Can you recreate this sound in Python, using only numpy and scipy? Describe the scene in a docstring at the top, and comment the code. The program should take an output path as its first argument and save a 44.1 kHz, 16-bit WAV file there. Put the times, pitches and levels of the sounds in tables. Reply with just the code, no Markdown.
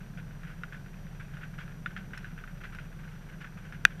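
"""Light night rain from inside a shelter, probably a parked car with its engine idling low.
From the start a low hum and rumble surround the microphone, with the recorder's faint hiss and whine.
Drops tap the panels throughout and set them ringing: near ones sharply, far ones as a smeared rustle.
At about 2.2 s and 2.7 s a drop bursts in a bright splash.
Just before the end, at 3.85 s, one hard click sounds right beside the microphone."""
import sys
import numpy as np
from scipy import signal
from scipy.fft import rfft, irfft, next_fast_len
from scipy.io import wavfile
from scipy.ndimage import map_coordinates

SR = 44100
rng = np.random.default_rng(int(sys.argv[2]) if len(sys.argv) > 2 else 0)


def persist_wave(psi):
    """Save psi, clipped to +-1, as 16-bit WAV."""
    counts = np.round(np.clip(psi, -1, 1) * 32767).astype(np.int16)
    wavfile.write(sys.argv[1], SR, np.atleast_2d(counts).T)


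N = 176400

DROP_RISE_S, DROP_LOW_HZ = .00054, 1130
LEVEL_SCATTER_DB, PITCH_SCATTER = 1.5, .019  # from drop to drop


def amp(db):
    """Decibels to gain."""
    return 10 ** (np.asarray(db) / 20)


def unit(x):
    """Scale to rms 1."""
    return x / np.sqrt(np.mean(x ** 2) + 1e-20)


def decay(t, t60_s):
    """An envelope that falls 60 dB in t60_s."""
    return amp(-60 * t / t60_s)


def wobble(per_s, size=N):
    """A smooth random curve with per_s knots a second."""
    knots = rng.standard_normal(int(size * per_s / SR) + 4)
    return map_coordinates(knots, [np.arange(size) * per_s / SR])


def noise(colour, size):
    """Noise of rms 1 with the given (frequency [Hz], level [dB]) colour."""
    hz, db = np.transpose(colour)
    gain = amp(np.interp(np.log(np.fft.rfftfreq(size, 1 / SR) + 1), np.log(hz), db))
    return unit(irfft(rfft(rng.standard_normal(size)) * gain, size))


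def add(track, s, sound):
    """Mix a sound in at time s."""
    i = int(np.clip(round(s * SR), 0, N))
    track[i:i + len(sound)] += sound[:N - i]


def tones(lines, waver_db, waver_rad):
    """Sines that waver slightly in level and phase."""
    t = np.arange(N) / SR
    out = np.zeros(N)
    for hz, db in lines:
        peak = np.sqrt(2) * amp(db + waver_db * wobble(4.02))
        phase = 2 * np.pi * (hz * t + rng.random()) + waver_rad * wobble(3.06)
        out += peak * np.sin(phase)
    return out


def no_bass(x, low_hz):
    """A small surface radiates little below low_hz."""
    return signal.sosfilt(signal.butter(5, low_hz, "high", fs=SR, output="sos"), x)


def impulse(colour, rise_s, size=4096):
    """A body with the given (frequency [Hz], level [dB]) colour answers one sharp blow."""
    hz, db = np.transpose(colour)
    gain = amp(np.interp(np.fft.rfftfreq(size, 1 / SR), hz, db))
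    cepstrum = irfft(np.log(gain))
    cepstrum[1:size // 2] *= 2  # minimum phase: nothing sounds ahead of the blow
    cepstrum[size // 2 + 1:] = 0
    attack = 1 - np.exp(-np.arange(1, size + 1) / SR / rise_s)
    return irfft(np.exp(rfft(cepstrum))) * attack


def recorder_noise():
    """The recorder's electronics add faint hiss and a thin whine."""
    # hiss colour (frequency [Hz], relative density [dB])
    hiss = [(100, -3.5), (400, 5), (900, 1), (1550, -1), (2200, -5.5), (4000, -11.5), (6500, -15),
            (8500, -20), (12500, -22), (14700, -26), (15300, -50)]
    # whine lines (frequency [Hz], rms level [dB])
    whine = [(5845, -75), (5873, -83.5), (8781, -80), (11688, -91.5), (11719, -76.5), (11748, -94),
             (14626, -82.5), (14655, -90)]
    return amp(-59) * noise(hiss, N) + tones(whine, waver_db=.5, waver_rad=.25)


def idle():
    """A low hum, probably the idling engine, and the cabin's rumble around the microphone."""
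    # hum lines (frequency [Hz], rms level [dB])
    hum = [(19, -57.5), (31.25, -49.5), (93.8, -62), (136, -53.5), (156.3, -52), (171, -57)]
    # rumble colour (frequency [Hz], relative density [dB])
    rumble = [(10, -21), (25, -15), (45, -10), (80, -10), (110, -4.5), (135, -2), (185, -0.5), (205, -6.5),
              (250, -16.5), (400, -24.5), (800, -32), (2000, -81)]
    # swell of the rumble (time [s], level before trim [dB])
    swell = [(0, -47.5), (.2, -45.5), (.6, -48), (1.2, -46.5), (1.7, -46.5), (2.0, -43.5), (2.4, -47.5),
             (3.1, -46.5), (3.5, -48.5), (4, -45)]
    trim_db = -1
    rumble_db = np.interp(np.arange(N) / SR, *np.transpose(swell)) + trim_db
    return tones(hum, waver_db=1.5, waver_rad=.23) + amp(rumble_db) * noise(rumble, N)


def panel_ring(size=8192):
    """A blow spreads through the panels as a ring broken up by droplets; the main resonance lasts longest."""
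    # colour of the dense ring (frequency [Hz], relative density [dB])
    ring = [(300, -39), (520, -24), (670, -12), (900, -19), (1250, -7), (1530, -0.5), (1900, -5.5),
            (2600, -8), (3300, -14.5), (4000, -25), (6000, -31), (9000, -41), (14000, -52), (16000, -80)]
    # the panels' main resonance (frequency [Hz], relative density [dB])
    resonance = [(1000, -52), (1380, -10.5), (1530, 1), (1680, -11), (2200, -53)]
    grain_db, rise_s = 4, .004
    t = np.arange(size) / SR
    grain = unit(amp(grain_db * np.tanh(wobble(per_s=350, size=size))))
    rustle = noise(ring, size) * grain * decay(t, t60_s=.14)
    drone = amp(-8) * noise(resonance, size) * decay(t, t60_s=.28)
    return (rustle + drone) * (1 - np.exp(-t / rise_s))


def click():
    """One hard, dry hit right beside the microphone; the panels ring faintly with it."""
    # resonant colour of the struck part (frequency [Hz], relative level [dB])
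    colour = [(300, -28), (900, -19.5), (1200, -16.5), (1450, -1.5), (1620, 1.5), (1750, -2.5),
              (1900, -5.5), (2270, -21), (2450, -6), (2700, -9.5), (3130, -24), (3400, -14), (3800, -18),
              (4200, -33), (4500, -21.5), (5300, -31), (5850, -19.5), (6700, -32.5), (7600, -30),
              (8100, -43), (9300, -31.5), (9900, -36.5), (11400, -33), (12200, -49), (15000, -49),
              (16500, -62)]
    start_s, peak_db, ring_db = 3.8518, .5, -42.5
    hit = no_bass(impulse(colour, rise_s=.00003), low_hz=1110)
    out = np.zeros(N)
    add(out, start_s, -amp(peak_db) * hit / np.abs(hit).max())
    add(out, start_s, amp(ring_db) * panel_ring())
    return out


def splash_tick(t):
    """A bursting drop excites bright damped modes, a little different each time; peak 1."""
    # splash modes (frequency [Hz], relative level [dB], time to fall 60 dB [s])
    modes = [(2500, 2, 0.014), (4120, -2, .01), (5350, -1, .02), (6400, -11, .015), (7770, -5, 0.011),
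             (10600, -7, .014), (12800, -12, .008)]
    hz, db, t60_s = np.transpose(modes)[:, :, None]
    db = db + LEVEL_SCATTER_DB * rng.standard_normal(db.shape)
    hz = hz * (1 + PITCH_SCATTER * rng.standard_normal(hz.shape))
    ring = (amp(db) * decay(t, t60_s) * np.sin(2 * np.pi * hz * t)).sum(0)
    tick = no_bass(ring * (1 - np.exp(-t / DROP_RISE_S)), DROP_LOW_HZ)
    return tick / np.abs(tick).max()


def splashes(size=2048):
    """Two drops burst, each with a bright tick and a short spray."""
    # bursting drops (time [s], tick peak level [dB])
    bursts = [(2.177, -39), (2.749, -46.5)]
    # spray colour (frequency [Hz], relative density [dB])
    spray_colour = [(1500, -20), (3500, 0), (5500, 2), (9000, -12), (11000, -9), (16000, -25)]
    t = np.arange(size) / SR
    out = np.zeros(N)
    for s, db in bursts:
        spray = amp(-12) * noise(spray_colour, size) * decay(t, t60_s=.035)
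        add(out, s, amp(db) * (spray + splash_tick(t)))
    return out


def tap(size=2048):
    """A drop meets a panel and the wave rebounds from its edges; every spot has its own colour; peak 1."""
    # resonant colour of a panel (frequency [Hz], relative level [dB])
    panel = [(300, -26), (900, -16.5), (1200, -10.5), (1420, -1), (1560, 0), (1800, -3.5), (2100, -7),
             (2500, -9.5), (2900, -15), (3250, -22), (3550, -19), (4000, -30), (5300, -26), (7000, -43),
             (16000, -55)]
    edge_db, edge_rise_s = -3, .00077
    hz, db = np.transpose(panel)
    hz = hz * (1 + PITCH_SCATTER * rng.standard_normal())
    db = db + LEVEL_SCATTER_DB * rng.standard_normal(len(db))
    hit = no_bass(impulse(np.column_stack([hz, db]), DROP_RISE_S, size), DROP_LOW_HZ)
    t = np.arange(size) / SR
    echoes = rng.standard_normal(size) * (1 - np.exp(-t / edge_rise_s)) * decay(t, t60_s=.03)
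    direct = t == 0
    out = signal.fftconvolve(hit, direct + amp(edge_db) * echoes / np.linalg.norm(echoes))
    return out / np.abs(out).max()


def rain():
    """Big drops over a random patter of small ones: each taps a panel and sets it ringing."""
    # big drops around the microphone (time [s], tap peak before trim [dB], ring gain [dB])
    drops = [(.172, -49, -44.5), (.309, -42.5, -56), (.433, -39, -49), (.470, -41.5, -48), (.492, -51, -47),
             (.635, -25.5, -49.5), (.724, -35, -43.5), (.744, -38, -48.5), (.862, -44, -55),
             (.942, -42, -61), (1.068, -44, -58), (1.199, -38, -47), (1.207, -38, -52), (1.335, -46, -49),
             (1.3695, -34.5, -49), (1.410, -44, -45.5), (1.432, -33.5, -45.5), (1.540, -41, -54),
             (1.581, -40, -45), (1.587, -34, -43), (1.612, -38, -45.5), (1.6787, -36.5, -52),
             (1.708, -44, -52.5), (1.8604, -20, -45), (1.907, -44, -52.5), (1.9643, -28, -39),
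             (2.134, -31.5, -43), (2.175, -32.5, -44), (2.2447, -30.5, -46), (2.307, -47, -54),
             (2.378, -37, -50), (2.388, -40, -49), (2.4385, -34, -61), (2.476, -36.5, -51.5),
             (2.605, -44.5, -50), (2.637, -35, -40), (2.651, -37, -64), (2.724, -43, -45.5),
             (2.7485, -35, -48.5), (2.7865, -30, -46), (2.992, -48, -51.5), (3.036, -46, -52),
             (3.077, -42, -51.5), (3.115, -44.5, -54), (3.152, -47, -55), (3.288, -44, -50),
             (3.405, -41, -42), (3.4444, -33.5, -46.5), (3.472, -37.5, -61), (3.575, -40.5, -51.5),
             (3.651, -43, -48.5), (3.724, -33.5, -44), (3.748, -51, -54), (3.905, -42, -47),
             (3.997, -34.5, -46)]
    patter_per_s, tap_trim_db = 40, -2.3
    gap_draw, size_draw = rng.random((400, 2)).T
    times = np.cumsum(gap_draw) * 2 / patter_per_s
    sizes_db = -2.5 * np.log(size_draw * .9 + .1)  # mostly small, a few nearly 6 dB louder
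    patter = [(s, db - 50.5, db - 61.5) for s, db in zip(times, sizes_db) if s < N / SR]
    out = np.zeros(N)
    for s, tap_db, ring_db in drops + patter:
        add(out, s, amp(tap_db + tap_trim_db) * tap())
        add(out, s, amp(ring_db) * panel_ring())
    return out


def scene():
    """One microphone in the shelter: hum, hiss and whine under the click, the splashes and the rain."""
    return (idle() + recorder_noise() + click() + splashes() + rain())[None]


def record(dry):
    """The recorder clips at full scale and keeps nothing above its band limit."""
    top_hz = 16500
    size = next_fast_len(N + SR // 2)
    spectrum = rfft(np.clip(dry, -1, 1), size)
    in_band = np.fft.rfftfreq(size, 1 / SR) < top_hz
    return irfft(spectrum * in_band, size)[:, :N]


dry = scene()
out = record(dry)
persist_wave(out)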